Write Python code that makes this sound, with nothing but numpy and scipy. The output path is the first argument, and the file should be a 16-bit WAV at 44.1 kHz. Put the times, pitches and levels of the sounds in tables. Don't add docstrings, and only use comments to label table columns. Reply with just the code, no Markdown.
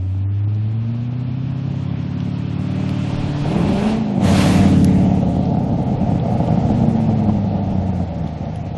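import sys
import numpy as np
from scipy import signal
from scipy.fft import rfft, irfft, next_fast_len
from scipy.io import wavfile
from scipy.ndimage import uniform_filter1d, map_coordinates

SR = 44100
rng = np.random.default_rng(int(sys.argv[2]) if len(sys.argv) > 2 else 0)


def rack_gain(trim_db):
    fader = np.asarray(trim_db, float)
    return 10 ** (fader / 20)


def dump(signal):
    limited = np.clip(np.atleast_2d(signal).T, -1, 1)
    pcm = np.round(limited * 32767).astype(np.int16)
    wavfile.write(sys.argv[1], SR, pcm)


N = 386757

# [f/Hz, level/dB per Hz]
TAILPIPE_RING = [(220, -46.5), (380, -15.5), (409, -10), (462, -2.5), (515, -5.5), (575, 0), (623, -6.5),
                 (691, 0.5), (910, -10.5), (1070, -31.5), (1170, -21.5), (1500, -30.5), (1950, -53.5),
                 (3300, -120)]


def level(x, db):
    return x * rack_gain(db) / np.sqrt(np.mean(x ** 2))


def curves(table):
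    s, *columns = np.transpose(table)
    return [np.interp(np.arange(N) / SR, s, c) for c in columns]


def shape(table, hz):
    f, db = np.transpose(table)
    return np.interp(np.log(hz + 1), np.log(f), db)


def colour(x, table, beyond_db=-40):
    hz = np.fft.rfftfreq(8192, 1 / SR)
    above = np.maximum(np.log2((hz + 1) / table[-1][0]), 0)
    below = np.maximum(np.log2(table[0][0] / (hz + 1)), 0)
    gain_db = np.maximum(shape(table, hz) + beyond_db * (above + below), -110)
    cepstrum = irfft(np.log(rack_gain(gain_db)))
    cepstrum[1:4096] *= 2
    cepstrum[4097:] = 0
    return signal.fftconvolve(x, irfft(np.exp(rfft(cepstrum))))[:N]


def band(x, hz):
    edges = [hz * 2 ** (-1 / 6), hz * 2 ** (1 / 6)]
    return signal.sosfilt(signal.butter(2, edges, "bandpass", fs=SR, output="sos"), x)


def walk(rate, size=N):
    hold = max(int(SR * size / N / rate), 1)
    steps = np.repeat(rng.standard_normal(size // hold + 1), hold)
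    return uniform_filter1d(uniform_filter1d(steps, hold), hold)[:size]


def orders(speed, table, pattern, pipes, sway_db, sway, spread):
    # [f/Hz, level/dB]
    uneven_pipes = [(40, -21.5), (70, -8.5), (105, 1), (190, 1), (330, -3), (430, 0.5), (530, -13.5),
                    (600, -8)]
    coarse = 8
    hz = uniform_filter1d(curves(speed)[0][::coarse], size=300)
    tone_db, load_db, uneven_db = (c[::coarse] for c in curves(table))
    turn = 2 * np.pi * np.cumsum(hz) * coarse / SR
    out = 0
    for k, pipe in enumerate([[(1, 0)], *pipes]):
        db = tone_db + k * load_db + shape(pipe, (k + 1) * hz) + 0.67 * sway_db * walk(4, size=len(hz))
        out = out + np.sqrt(2) * rack_gain(db) * np.sin((k + 1) * turn + spread * k ** 2)
    for multiple, db in pattern:
        eighths = round(8 * multiple)
        m = eighths / 8
        start = np.pi / 2 * (eighths % 2)
        start += spread * (m - 1) ** 2
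        wander, drift = walk(5, size=len(hz)), walk(4, size=len(hz))
        if m not in (1, 2, 3):
            order_db = tone_db + uneven_db + db + shape(uneven_pipes, m * hz) + sway_db * wander
            out += rack_gain(order_db) * np.sin(m * turn + start + sway * (1 + m) / 2 * drift)
    return signal.resample_poly(out, coarse, 1)[:N], np.repeat(hz, coarse)[:N]


def arriving_engine():
    # [t/s, f/Hz]
    speed = [
        (0.0, 91.8),
        (0.6, 106.5),
        (1.35, 129.5),
        (2.1, 140.4),
        (2.85, 149.6),
        (3.44, 145),
        (3.95, 224),
        (4.02, 222),
        (4.17, 190),
    ]
    # [t/s, firing tone level/dB, load level/dB per higher multiple, unevenness level/dB over the tone]
    strength = [
        (0.0, -20, -15, -28.5),
        (0.45, -17.5, -15, -24),
        (1.0, -21.5, -11, -11.5),
        (1.9, -26, -10, -0.5),
        (2.95, -26.5, -11, 3.5),
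        (3.45, -21, -10, -8.5),
        (3.95, -17, -11.5, -15),
        (4.06, -21.5, -29, -9),
        (4.2, -19.5, -37, -2.5),
    ]
    # [multiple of the firing rate, level/dB]
    bank_orders = [(0.124, -42), (0.25, -19), (0.374, -37.5), (0.5, -21), (0.625, -2.5), (0.752, -2),
                   (0.875, -2), (1.001, 0), (1.118, -11), (1.25, -0.5), (1.38, -7.5), (1.5, -42),
                   (1.621, -9.5), (1.75, -4), (1.88, -13), (2, -13), (2.12, -20.5), (2.25, -23),
                   (2.382, -23), (2.5, -17.5), (2.62, -39), (2.75, -38.5), (2.88, -38), (2.999, -23),
                   (3.12, -28.5), (3.248, -39), (3.382, -30.5), (3.502, -34.5), (3.621, -44), (3.752, -29),
                   (3.88, -33.5), (4, -10)]
    # [f/Hz, level/dB]
    second_pipe = [(180, -4.5), (200, -12), (235, 4), (272, -2), (298, 2), (340, 0), (440, -0.5)]
    third_pipe = [(275, 7), (295, 9), (320, 3), (350, -8), (450, -16), (520, 2), (660, 5)]
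    return orders(speed, strength, bank_orders, (second_pipe, third_pipe), sway_db=1.7, sway=0.3, spread=4.2)


def firings(hz, scatter_db, late):
    at = np.flatnonzero(np.diff(np.floor(np.cumsum(hz) / SR)))
    strength, scatter, timing = rng.standard_normal((len(at), 3)).T
    pulses = np.zeros(N)
    shift = (late * timing * SR / hz[at]).astype(int)
    np.add.at(pulses, np.clip(at + shift, 0, N - 1), strength * rack_gain(scatter_db * scatter))
    return level(pulses, 0)


def exhaust(hz, behind, rasp_db, burble_db):
    # [f/Hz, level/dB per Hz]
    muffler_boom = [(12, -44.5), (20, -17), (59, -12), (92, -2), (140, -4), (214, 0.5), (259, -8),
                    (309, -8), (370, -22), (420, -26.5), (550, -61.5), (920, -120)]
    bay_hum = [(240, -37), (400, 6.5), (432, 4), (510, -7), (589, 1.5), (633, -1), (872, -3.5),
               (1500, -29.5), (1950, -42.5), (3300, -120)]
    pops = firings(hz, scatter_db=1.5, late=0.245)
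    gas = rng.standard_normal((2, N))
    burble = level(colour(pops + 0.6 * gas[0], muffler_boom), 0) * rack_gain(1.8 * walk(18))
    source = 0.63 * pops + gas[1]
    bay = level(colour(source, bay_hum), 0)
    pipe = level(colour(source, TAILPIPE_RING), 0)
    rasp = (bay + behind * (pipe - bay)) * rack_gain(1.3 * walk(15))
    return rack_gain(rasp_db) * (rasp + rack_gain(burble_db) * burble)


def tyres(behind, hiss_db, treble_db):
    # [f/Hz, level/dB per Hz]
    front_hiss = [(590, -29), (1000, 4), (1610, -1), (1820, -8), (2070, -1), (2610, 0.5), (5290, -15.5),
                  (10400, -27.5), (12200, -37), (13500, -61.5)]
    rear_hiss = [(590, -30), (1000, 4.5), (1740, -0.5), (2120, 3), (3730, -5), (4850, -10.5), (6580, -13),
                 (9420, -21), (10900, -19.5), (13500, -40.5)]
    out, gust = 0, walk(7)
    hits = rng.random(N) < 60 / SR
    crackle = hits * rng.standard_normal(N) * rack_gain(3.5 * rng.exponential(size=N))
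    for hz in 1000 * 2 ** np.arange(0, 3.8, 1 / 3):
        high = max(np.log2(hz / 2600), 0)
        front_db, rear_db = shape(front_hiss, hz), shape(rear_hiss, hz)
        db = front_db + behind * (rear_db - front_db)
        db = db + np.maximum(treble_db + 12.5, -8) * high
        db = db + 0.075 * (high + 0.3) * gust + 1.2 * walk(15)
        out = out + rack_gain(db) * band(rng.standard_normal(N) + min(high, 1.2) * crackle, hz)
    return rack_gain(hiss_db + 9.5) * out


def rumble(behind):
    # [t/s, level/dB]
    gusts = [(3.2, -29), (3.42, -27), (4.28, -42), (5.01, -31), (5.23, -32), (6.05, -33), (6.68, -29),
             (7.35, -32), (7.69, -32), (8.16, -35)]
    far_db, near_db, gust_s = -53.5, -46, 0.092
    t = np.arange(N) / SR
    low = signal.butter(2, [16, 55], "bandpass", fs=SR, output="sos")
    road = rack_gain(far_db + behind * (near_db - far_db) + 2.1 * walk(2.4))
    air = sum(rack_gain(db) * np.exp(-((t - s) / gust_s) ** 2) for s, db in gusts)
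    return level(signal.sosfilt(low, rng.standard_normal(N)), -3.7) * (road + air)


def trees(x):
    t60_s = 0.72
    t = np.arange(SR // 2) / SR
    tails = rng.standard_normal((2, len(t))) * np.exp(-np.log(1000) * t / t60_s) * (t > 0.012)
    return [signal.fftconvolve(x, tail / np.sqrt(np.sum(tail ** 2)))[:N] for tail in tails]


def grit():
    # [t/s, peak level/dB, ring f/Hz, crack level/dB over the ring]
    small_stones = [(0.445, -51, 3580, 3), (0.5467, -43, 4100, -22), (2.2035, -32, 3470, -12),
                    (2.8925, -28, 3130, -18), (4.8453, -18.5, 5150, -3), (5.4556, -34, 4540, -20.5),
                    (6.198, -30, 3570, -6), (6.475, -32, 3070, -16), (7.1227, -49, 3350, -15),
                    (8.274, -38, 2940, -10), (8.454, -40, 3600, -12), (8.5583, -37, 3200, -5)]
    single_knock = [
        (7.291, -26, 1014, -51),
    ]
    size = 400
    out, t = np.zeros(N + size), np.arange(size) / SR
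    for s, db, hz, crack_db in small_stones + single_knock:
        rise = 3.2 / hz
        crack = np.sin(2 * np.pi * np.cumsum(10500 + 3000 * rng.standard_normal(size)) / SR)
        ring = np.sin(2 * np.pi * np.cumsum(hz * (1 + 0.76 * rng.standard_normal(size))) / SR)
        snap = (ring + rack_gain(crack_db) * crack) * t / rise * np.exp(1 - t / rise)
        out[int(s * SR):int(s * SR) + size] += rack_gain(db) * snap
    return out[:N]


def bangs():
    # [t/s, peak level/dB]
    single_bangs = [(3.457, -9.5), (5.061, -13), (5.117, -20), (5.233, -12), (5.366, -11.5), (6.15, -25),
                    (6.183, -37), (6.572, -23), (7.002, -11.5), (7.094, -10), (7.296, -16), (7.723, -20),
                    (7.802, -19.5), (7.999, -26), (8.311, -31)]
    s, db = np.transpose(single_bangs)
    pulses = np.zeros(N)
    pulses[((s - 0.001) * SR).astype(int)] = rack_gain(db)
    ring = colour(pulses, TAILPIPE_RING)
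    return ring * np.max(pulses) / np.max(np.abs(ring)) * rack_gain(-4.5)


def leaving_engine():
    # [t/s, f/Hz]
    speed = [
        (4.16, 142.8),
        (4.6, 148.3),
        (4.9, 141.2),
        (5.8, 132.8),
        (6.1, 126.3),
        (6.7, 119),
        (7.9, 91.8),
        (8.35, 77.5),
        (8.77, 77.3),
    ]
    # [t/s, firing tone level/dB, load level/dB per higher multiple, unevenness level/dB over the tone]
    strength = [
        (4.16, -23.5, -10, 6.5),
        (4.85, -19, -5, 5),
        (5.2, -25, -5, 6),
        (5.9, -24, -7.5, -1.5),
        (6.5, -20.5, -19, -4.5),
        (6.7, -23, -3, 2),
        (7.9, -23.5, -8.5, -11.5),
        (8.2, -33, 0, -3),
        (8.77, -35.5, -2, 7),
    ]
    # [multiple of the firing rate, level/dB]
    bank_orders = [(0.125, -28.5), (0.25, -28), (0.375, -9.5), (0.5, -15), (0.625, -2), (0.75, -9),
                   (0.875, -13.5), (1, -2), (1.12, -11), (1.25, -2.5), (1.38, 0), (1.5, -21.5), (1.62, -8),
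                   (1.75, -5.5), (1.88, -9), (2, -7), (2.12, -17.5), (2.25, -17), (2.38, -23), (2.5, -22.5),
                   (2.62, -21), (2.75, -22), (2.88, -23.5), (3, -20.5), (3.12, -16.5), (3.25, -34.5),
                   (3.38, -20.5), (3.5, -28.5), (3.62, -24), (3.75, -22.5), (3.88, -31), (4, -10.5)]
    # [f/Hz, level/dB]
    second_pipe = [(155, 4), (185, 7), (222, 11.5), (255, -2), (290, 4)]
    third_pipe = [(240, -8), (280, 0), (336, -2), (360, -16), (440, -16)]
    return orders(speed, strength, bank_orders, (second_pipe, third_pipe), sway_db=2.6, sway=0.45, spread=5.5)


def mirrored(x):
    closest_s, kerb_s, blurred_s = 4.42, 0.1, 5.9
    t = np.arange(N) / SR
    lag = 0.00024 / np.hypot(t - closest_s, kerb_s)
    bounce = uniform_filter1d(map_coordinates(x, [(t - lag) * SR], mode="mirror"), size=6)
    fades = [closest_s + kerb_s, closest_s + 4 * kerb_s, blurred_s - 4 * kerb_s, blurred_s]
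    share = 0.3 * np.interp(t, fades, [0, 1, 1, 0])
    return (x + share * bounce) / (1 + share / 2)


def scene():
    # [t/s, tyre level/dB, exhaust gas level/dB]
    nearness = [(0.0, -54.5, -47.5), (0.78, -49.5, -45.5), (1.46, -48, -43), (2.59, -43.5, -40),
                (3.08, -38.5, -34.5), (3.38, -38.5, -32.5), (3.52, -36.5, -28), (3.9, -33.5, -25.5),
                (4.01, -41.5, -31.5), (4.19, -45, -30), (4.25, -32, -24.5), (4.4, -26.5, -25),
                (4.58, -31.5, -23), (4.85, -40.5, -29.5), (5.64, -49, -28.5), (6.72, -45, -25),
                (7.52, -49, -29), (8.77, -50.5, -35.5)]
    change_s = 4.19, 4.24
    t = np.arange(N) / SR
    second = np.interp(t, change_s, [0, 1])
    behind = np.interp(t, [3.3, 3.55, *change_s], [0.25, 0.0, 0.76, 1])
    nose, nose_hz = arriving_engine()
    tail, tail_hz = leaving_engine()
    hiss_db, gas_db = curves(nearness)
    treble_db = -10 + 0.06 * (hiss_db - np.mean(hiss_db))
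    burble_db = 7.5 + 0.9 * np.maximum(-40 - gas_db, 0) - 6 * behind * (1 - second)
    road = mirrored(tyres(second, hiss_db, treble_db)) + grit()
    firing_hz = nose_hz + second * (tail_hz - nose_hz)
    gas = exhaust(firing_hz, behind, gas_db, burble_db) + bangs()
    car = (1 - second) * nose + second * tail + gas + road + rumble(behind)
    mid, side = trees(road)
    return car + rack_gain(-43.5) * mid + rack_gain(-19) * np.array([side, -side])


def patchy_treble(x, jitter_db):
    # [f/Hz, level/dB]
    lost_below = [(3000, -89.5), (5000, -89.5), (7000, -82), (9500, -79), (12000, -79), (14000, -80)]
    # [t/s, length/s, limit level/dB]
    limit_moves = [
        (0.0, 0.2, -18),
        (0.22, 0.1, 14),
        (0.41, 0.06, 14),
    ]
    hz, t, z = signal.stft(x, SR, "cosine", 2048)
    power = uniform_filter1d(np.mean(np.abs(z) ** 2, axis=0), size=2, axis=0)
    move_db = sum(db * ((t >= s) & (t < s + length)) for s, length, db in limit_moves)
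    limit_db = shape(lost_below, hz)[:, None] + jitter_db * rng.standard_normal(power.shape[1]) + move_db
    keep = (10 * np.log10(power + 1e-18) > limit_db) | (hz[:, None] < 2200)
    return signal.istft(z * keep * (hz[:, None] < 14500), SR, "cosine", 2048)[1][:, :N]


def band_limit(x):
    return signal.sosfilt(signal.butter(12, 14620, fs=SR, output="sos"), x)


def record(dry):
    # [f/Hz, level/dB]
    port_difference = [(60, 0.0), (110, 0.0), (200, 0.0), (370, 0.0), (680, -1), (1240, -2.5), (2280, -0.5),
                       (4170, -0.5), (7650, 0), (14000, -1)]
    size = next_fast_len(N)
    tilt_db = shape(port_difference, np.fft.rfftfreq(size, 1 / SR)) / 2
    ports = irfft(rfft(dry, size) * rack_gain(np.array([tilt_db, -tilt_db])), size)[:, :N]
    softened = np.tanh(0.77 * ports) / 0.8
    mix = patchy_treble(softened, jitter_db=5.5)
    return band_limit(mix)


dry = scene()
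out = record(dry)
dump(out)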